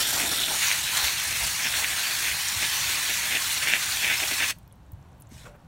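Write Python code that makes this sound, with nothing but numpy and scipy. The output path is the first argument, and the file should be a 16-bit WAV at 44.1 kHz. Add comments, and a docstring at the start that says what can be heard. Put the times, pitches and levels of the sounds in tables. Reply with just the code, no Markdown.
"""In a garden, close by, a hose sprays a bed. Thousands of drop impacts a second add up to a hiss on soil
and bark mulch, plop in the mud, set tiny bubbles ringing and drum on broad leaves as the jet swings
over them. The nozzle shuts and the flow dies quickly; a few drips tick over the low outdoor rumble,
and something scuffs and lands softly."""
import sys
import numpy as np
from scipy import signal
from scipy.fft import rfft, irfft
from scipy.io import wavfile
from scipy.ndimage import uniform_filter1d

SR = 44100
rng = np.random.default_rng(int(sys.argv[2]) if len(sys.argv) > 2 else 0)


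def dump(signal):
    """Clip the signal to [-1, 1] and save it as 16-bit WAV at the path in sys.argv[1]."""
    limited = np.clip(np.atleast_2d(signal).T, -1, 1)
    pcm = np.round(limited * 32767).astype(np.int16)
    wavfile.write(sys.argv[1], SR, pcm)


N = 250047
TIME = np.arange(N) / SR

# aim of the jet (time [s], share on mulch rather than soil [0-1])
MULCH_SHARE = [(0, 0.73), (.5, 0.89), (.6, 0.01)]
# the hiss swells as the jet swings closer (centre time [s], half width [s], rise [dB])
JET_SURGES = [(0.013, 0.018, 6.5), (0.14, 0.13, 2), (0.645, 0.099, 3.5), (0.968, 0.035, 4), (1.05, .045, 4),
              (1.43, 0.062, 1.5), (1.79, 0.038, 3), (2.12, 0.18, 1.1), (2.92, 0.31, 1.5),
              (3.53, 0.034, 1.6), (4.5, 0.015, 2.5)]
# spectra of drop impacts on soil, mulch, leaves and mud (frequency [Hz], relative level [dB])
SOIL_SPECTRUM = [(150, -28), (500, -21), (720, -10.5), (1100, -4), (1420, -1), (1700, 0), (2600, -1.5),
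                 (4400, 0), (5800, -1), (7900, -4.5), (9200, -3.5), (11100, -7), (12600, -9), (15800, -10)]
MULCH_SPECTRUM = [(150, -13.5), (700, -11), (1100, -18), (1300, 1), (1700, -5), (2600, -13), (3400, 0),
                  (4600, -2.5), (5700, -0.5), (6300, -5.5), (8400, -3.5), (11200, -6), (12300, -7.5),
                  (15800, -12)]
LEAF_SPECTRUM = [(200, -32.5), (700, -14.5), (1250, -20), (1550, -3), (1950, -0.5), (2550, 2), (3050, -5.5),
                 (3600, -5), (4100, -27), (6000, -22.5), (12000, -39)]
MUD_SPECTRUM = [(100, -14.5), (200, -0.5), (300, 3.5), (520, -7), (700, 2.5), (950, -1.5), (1300, -8),
                (3000, -31)]
# the jet brushes leaves and sheds water into the mud
# (start [s], duration [s], drumming level [dB], plopping level [dB])
LEAF_SWEEPS = [(0.2, 0.057, -33, -36), (0.26, .075, -52, -39.5), (0.62, .125, -31.5, -60),
               (0.867, 0.038, -32, -51), (1.025, 0.053, -33.5, -61), (1.297, 0.066, -32.5, -55),
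               (1.4, .09, -37, -60), (1.589, 0.041, -31.5, -53), (1.645, 0.025, -28.5, -41.5),
               (1.728, 0.033, -33, -57), (1.83, 0.015, -28, -53), (1.883, 0.24, -36.5, -54),
               (2.224, .1, -30.5, -67), (2.616, 0.033, -29.5, -47), (2.823, 0.17, -36, -51.5),
               (3.079, 0.038, -32, -46.5), (3.22, .04, -38, -58), (3.305, 0.061, -27, -42),
               (3.613, .05, -29.5, -62), (3.664, .1, -25.5, -44.5), (3.968, .05, -38, -62),
               (4.029, 0.11, -24.5, -44.5), (4.22, 0.019, -29, -36), (4.305, 0.027, -31.5, -41),
               (4.397, 0.048, -24, -44), (4.493, .03, -29, -55)]
# big single drops on a leaf (time [s], peak level [dB])
LEAF_SLAPS = [(0.1987, -14), (0.484, -16), (0.705, -12), (0.7149, -7), (0.9741, -31), (1.0826, -11.5),
              (1.622, -23), (1.6703, -11), (1.7404, -13), (1.8445, -9.5), (2.6418, -20), (3.3242, -17.5),
              (3.3716, -15), (3.6728, -9), (3.7366, -2), (3.9723, -21), (4.0468, -8), (4.2027, -14),
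              (4.2379, -15), (4.3201, -23)]
# chips and hollows under the jet
# (centre time [s], duration [s], frequency [Hz], nominal bandwidth [Hz], level [dB])
HOLLOW_MODES = [(0.062, 0.059, 3400, 450, -28), (0.163, 0.091, 910, 400, -37), (0.19, 0.22, 7270, 300, -36),
                (.25, .5, 8450, 300, -52), (0.41, 0.34, 3590, 700, -30.5), (0.526, 0.11, 890, 400, -37.5),
                (0.628, 0.15, 6800, 500, -30), (0.69, 0.077, 6000, 700, -29), (1.016, 0.31, 970, 440, -41),
                (1.02, 0.2, 4060, 400, -31.5), (1.422, 0.083, 930, 397, -42),
                (1.658, 0.11, 5330, 445, -33.5), (1.787, 0.22, 970, 447, -42),
                (2.108, 0.19, 4550, 350, -34.5), (2.485, 0.028, 6460, 1800, -28.5),
                (2.637, 0.078, 3780, 1500, -32), (2.8, 0.14, 6100, 500, -37), (3.103, 0.13, 4000, 500, -40),
                (3.527, 0.083, 9600, 2000, -32), (3.93, 0.076, 4380, 700, -33)]
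# drips after the nozzle shuts (time [s], peak level [dB], frequency [Hz], bandwidth [Hz])
LAST_DRIPS = [(4.5864, -37, 12400, 7000), (4.631, -56, 8340, 900), (4.678, -44, 13400, 4000),
              (4.712, -56, 3330, 300), (4.7256, -40.5, 10300, 2200), (4.9197, -35, 14000, 5000),
              (4.934, -46, 10500, 5000), (5.201, -43, 11600, 4000), (5.209, -39, 14000, 3950),
              (5.222, -33.5, 9600, 5000), (5.271, -51, 7000, 900), (5.2925, -49, 12000, 6000)]
# spectra of the scuff and of the rustle that ends it (frequency [Hz], relative level [dB])
SCUFF_SPECTRUM = [(300, -1), (1000, -7), (1900, -0.5), (3500, -4.5), (6000, -2.5), (8600, -7),
                  (10500, -8.5), (15500, -19)]
RUSTLE_SPECTRUM = [(200, -14.5), (340, -8), (450, -0.5), (600, 1), (920, -6), (1120, -4.5), (1480, -0.5),
                   (1700, -14), (2400, -13), (4000, -34)]
# envelope of the rustle (time [s], level [dB])
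RUSTLE_ENVELOPE = [(5.425, -79), (5.459, -44), (5.472, -47), (5.49, -53), (5.535, -62), (5.555, -51),
                   (5.58, -65), (5.67, -66)]
# low bumps and soft knocks (time [s], peak level [dB], frequency [Hz], bandwidth [Hz])
SOFT_BLOWS = [(1.033, -35, 65.4, 30), (1.41, -36.5, 60.5, 16), (2.56, -35.5, 98.5, 29),
              (4.929, -32.5, 89, 44), (5.32, -39, 252, 120), (5.47, -34, 1250, 380), (5.48, -51, 586, 13)]
# spectra of distant rumble and moving air (frequency [Hz], relative level [dB])
RUMBLE_SPECTRUM = [(20, -43), (35, -16.5), (55, -2.5), (70, -4.5), (84, 1.5), (100, -5), (125, -4),
                   (170, -7.5), (240, -21.5), (400, -53.5)]
AIR_SPECTRUM = [(150, 3.5), (300, 4.5), (430, -4), (600, 0.5), (1020, 0), (1250, -2.5), (1450, -5),
                (2000, -13), (4000, -17), (7000, -23.5), (11000, -26.5), (15800, -33)]
# notches in the microphone's response (frequency [Hz], bandwidth [Hz], gain [dB])
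MIC_NOTCHES = [(1250, 390, -4), (3260, 76, -3), (4915, 540, -6), (10220, 520, -5)]

# base levels: ground hiss, stray drops on leaves, plopping on soil and on mulch
SPRAY_DB, STRAY_DB, MUD_SOIL_DB, MUD_MULCH_DB = -27.5, -39.5, -54.5, -42.5
HALF_CAUGHT_DB = -18  # drumming level at which the leaves intercept half the jet's power
SHUT_S, SHUT_DB_PER_S, SETTLE_DB, SETTLE_DB_PER_S = 4.508, 949.5, -26, 160
SCUFF_S, SCUFF_DB, SCUFF_SAG_DB_PER_S = 5.316, -49.5, 21
RUMBLE_DB, AIR_DB = -49, -58
CUTOFF_HZ = 15850


def ground_spray(clumps):
    """Shot noise: dense, fine impacts hiss on soil; fewer, more uneven ones crackle on mulch."""
    mulch = on_mulch()
    soil_hits = coloured(drops(per_s=22000, spread_db=2.5) * amp(0.79 * clumps), SOIL_SPECTRUM)
    mulch_hits = coloured(drops(per_s=14000, spread_db=3.5) * amp(1.6 * clumps), MULCH_SPECTRUM)
    splash = np.sqrt(1 - mulch) * soil_hits + np.sqrt(mulch) * mulch_hits
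    return jet() * patchy(splash, depth_db=2.0)


def jet():
    """Interception: the ground receives the surging spray, less the power that the leaves catch."""
    surge_db = sum(db * np.exp(-((TIME - s) / width) ** 2) for s, width, db in JET_SURGES)
    caught_ratio = (leaf_strength() / amp(HALF_CAUGHT_DB)) ** 2
    return flow() * amp(SPRAY_DB + surge_db) / np.sqrt(1 + caught_ratio)


def flow():
    """Two-stage decay: once the valve closes, the flow dies quickly and the last water settles slowly."""
    since = np.maximum(TIME - SHUT_S, 0)
    return np.maximum(amp(-SHUT_DB_PER_S * since), amp(SETTLE_DB - SETTLE_DB_PER_S * since))


def on_mulch():
    """Division of power between two surfaces: the share of the jet that lands on mulch."""
    return np.clip(np.interp(TIME, *np.transpose(MULCH_SHARE)), 0, 1)


def leaf_drumming(clumps):
    """Impulse response: a well-damped leaf answers each drop with a dull tap; big drops stand out."""
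    taps = coloured(drops(per_s=3600, spread_db=3.0) * amp(clumps), LEAF_SPECTRUM)
    out = leaf_strength() * taps
    slap = impact(LEAF_SPECTRUM)
    for s, db in LEAF_SLAPS:
        add(out, s, amp(db) * slap / abs(slap).max())
    return out


def leaf_strength():
    """Excitation of the leaves: steady stray drops plus the sweeps of the jet."""
    return swept(STRAY_DB, [drumming_db for _, _, drumming_db, _ in LEAF_SWEEPS])


def swept(steady_db, peaks_db):
    """Incoherent addition: the powers of a steady splash and of every sweep sum to one envelope."""
    power = amp(steady_db) ** 2
    for (s, length, *_), db in zip(LEAF_SWEEPS, peaks_db):
        power = power + (amp(db) * held(s, length, rise_s=0.022, fall_s=0.016)) ** 2
    return flow() * np.sqrt(power)


def mud_plops(clumps):
    """Low-frequency shot noise: heavy drops plop into wet soil, most where mulch holds the water."""
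    steady_db = MUD_SOIL_DB + (MUD_MULCH_DB - MUD_SOIL_DB) * on_mulch()
    strength = swept(steady_db, [plopping_db for *_, plopping_db in LEAF_SWEEPS])
    plops = coloured(drops(per_s=2400, spread_db=2.0) * amp(0.9 * clumps), MUD_SPECTRUM)
    return strength * patchy(plops, depth_db=1.3)


def hollows():
    """Resonance: drops excite one chip or hollow while the jet passes over it."""
    out = np.zeros(N)
    for s, length, hz, width_hz, db in HOLLOW_MODES:
        passing = np.cos(np.pi * np.clip((TIME - s) / length, -.5, .5))
        ringing = convolved(drops(per_s=2000, spread_db=5.0), ring(hz, width_hz * 1.7, size=512))
        out += amp(db) * passing * unit_rms(ringing)
    return out


def bubbles():
    """Bubble resonance: tiny air pockets ping as drops strike standing water."""
    out = np.zeros(N)
    for hz in np.geomspace(900, 9000, num=36):
        hz *= rng.uniform(.97, 1.03)
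        pings = convolved(drops(per_s=5.4, spread_db=3), ring(hz, width_hz=30 + hz / 90, size=2048))
        out += pings * min(hz / 2500, 1)  # the low pings are weaker
    return amp(-12.5) * jet() * unit_rms(out)


def drips():
    """Transient excitation: each last drip, an impulse with a brief spatter, rings a wet leaf."""
    out, t = np.zeros(N), np.arange(1024) / SR
    for s, db, hz, width_hz in LAST_DRIPS:
        spatter = 0.14 * rng.standard_normal(len(t)) * np.exp(-t / 0.0019)
        tick = np.convolve(spatter + (t == 0), ring(hz, width_hz, size=1024))
        add(out, s, amp(db) * tick / abs(tick).max())
    return out


def scuff():
    """Friction noise: dense tiny clicks make a gritty rub that ends in a dull rustle."""
    rub = amp(SCUFF_DB - SCUFF_SAG_DB_PER_S * (TIME - SCUFF_S))
    rub *= held(SCUFF_S, length_s=0.153, rise_s=0.051, fall_s=0.03)
    grit = patchy(coloured(drops(per_s=15000, spread_db=4.5), SCUFF_SPECTRUM), depth_db=3.0)
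    rustle_db = np.interp(TIME, *np.transpose(RUSTLE_ENVELOPE), left=-120, right=-120)
    rustle = coloured(drops(per_s=3700, spread_db=2.5), RUSTLE_SPECTRUM)
    return rub * grit + amp(rustle_db) * rustle


def thuds():
    """Damped vibration: each soft blow excites one mode that soon dies away."""
    out = np.zeros(N)
    for s, db, hz, width_hz in SOFT_BLOWS:
        add(out, s, amp(db) * ring(hz, width_hz))
    return out


def soaking():
    """Heavily damped resonances: the wet bed ticks faintly as water sinks in."""
    ticks = sum(convolved(drops(per_s=4.5, spread_db=3), ring(hz, width_hz=hz / 3, size=512))
                for hz in np.geomspace(5000, 14000, num=8))
    return amp(-79.5) * unit_rms(ticks)


def garden_echoes(x, t60_s, size=16384):
    """Scattering: plants and ground return sparse, decaying echoes after 3 ms."""
    t = np.arange(size) / SR
    reflections = rng.standard_normal(size) * (rng.random(size) < .1)
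    tail = reflections * amp(-60 * t / t60_s) * (t > .003)
    return convolved(x, tail / np.linalg.norm(tail))


def background():
    """Ambient noise: distant rumble and faint moving air, each drifting in level."""
    rumble = coloured(rng.standard_normal(N), RUMBLE_SPECTRUM, size=16384)
    air = coloured(rng.standard_normal(N), AIR_SPECTRUM)
    return amp(RUMBLE_DB + 2.0 * wander(rate_hz=5)) * rumble + amp(AIR_DB + .8 * wander(rate_hz=3)) * air


def drops(per_s, spread_db):
    """Poisson process: impulses at random moments, many small and few large."""
    strength = amp(spread_db * np.minimum(rng.exponential(1, N), 4))
    return strength * rng.choice([-1, 1], N) * (rng.random(N) < per_s / SR)


def impact(spectrum, size=2048):
    """Minimum phase: the most compact causal pulse with the given spectrum."""
    hz, db = np.transpose(spectrum)
    log_hz = np.log(abs(np.fft.fftfreq(size, 1 / SR)) + 1)
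    log_gain = np.log(amp(np.interp(log_hz, np.log(hz), db)))
    response = np.exp(np.conj(signal.hilbert(log_gain)))
    return np.fft.ifft(response).real[:size // 2]


def coloured(x, spectrum, size=2048):
    """Linear filtering: every impulse in x takes on the spectrum; rms 1."""
    return unit_rms(convolved(x, impact(spectrum, size)))


def ring(hz, width_hz, size=8192):
    """Damped oscillation with a soft onset; the envelope peaks at 1."""
    t = np.arange(size) / SR
    damping = np.pi * width_hz * t
    return damping * np.exp(1 - damping) * np.sin(2 * np.pi * hz * t)


def patchy(x, depth_db):
    """Spectral modulation: colour drifts as new crumbs and chips are struck; rms 1."""
    frames = signal.stft(x, nperseg=512, noverlap=384)[2]
    broad, narrow = rng.standard_normal((2, *frames.shape))
    # smoothing over frequency, then time: broad brief patches and narrow lasting ones
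    broad = unit_rms(uniform_filter1d(uniform_filter1d(broad, size=7, axis=0), size=14, axis=1))
    narrow = unit_rms(uniform_filter1d(uniform_filter1d(narrow, size=3, axis=0), size=40, axis=1))
    gain = amp(depth_db * unit_rms(broad + 1.3 * narrow))
    return unit_rms(signal.istft(frames * gain, nperseg=512, noverlap=384)[1][:N])


def wander(rate_hz):
    """Low-pass noise: random fluctuation mostly below the given rate; rms 1."""
    hz = np.fft.rfftfreq(N, 1 / SR)
    return unit_rms(irfft(rfft(rng.standard_normal(N)) / (1 + (hz / rate_hz) ** 2), N))


def held(start_s, length_s, rise_s, fall_s):
    """Envelope: a linear rise around the start, a hold, then exponential decay."""
    attack = np.clip((TIME - start_s) / rise_s + .5, 0, 1)
    return attack * np.exp(-np.maximum(TIME - start_s - length_s, 0) / fall_s)


def convolved(x, response):
    """Convolution with an impulse response, cut to the scene's length."""
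    return signal.oaconvolve(x, response)[:N]


def add(mix, s, sound):
    """Superposition of a sound on the mix at time s."""
    part = mix[max(round(s * SR), 0):][:len(sound)]
    part += sound[:len(part)]


def amp(db):
    """Amplitude ratio for a level in decibels."""
    return 10 ** (np.asarray(db) / 20)


def unit_rms(x):
    """Normalisation to rms 1."""
    return x / np.sqrt(np.mean(x ** 2) + 1e-20)


def scene():
    """Superposition in mono; clumps in the jet modulate hiss, drumming and plops together."""
    clumps = wander(rate_hz=66)
    water = ground_spray(clumps) + leaf_drumming(clumps) + mud_plops(clumps)
    water += hollows() + bubbles() + drips() + soaking()
    mono = water + scuff() + thuds() + amp(-19) * garden_echoes(water, t60_s=0.089) + background()
    return np.array([mono, mono])


def record(dry):
    """Frequency response of the microphone: narrow notches, then a low-pass band limit."""
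    for hz, width_hz, gain_db in MIC_NOTCHES:
        band = signal.lfilter(*signal.iirpeak(hz, hz / width_hz, fs=SR), dry)
        dry = dry + (amp(gain_db) - 1) * band
    low_pass = signal.firwin(511, CUTOFF_HZ, window=("kaiser", 9), fs=SR)
    return signal.oaconvolve(dry, low_pass[None], "same")


dry = scene()
out = record(dry)
dump(out)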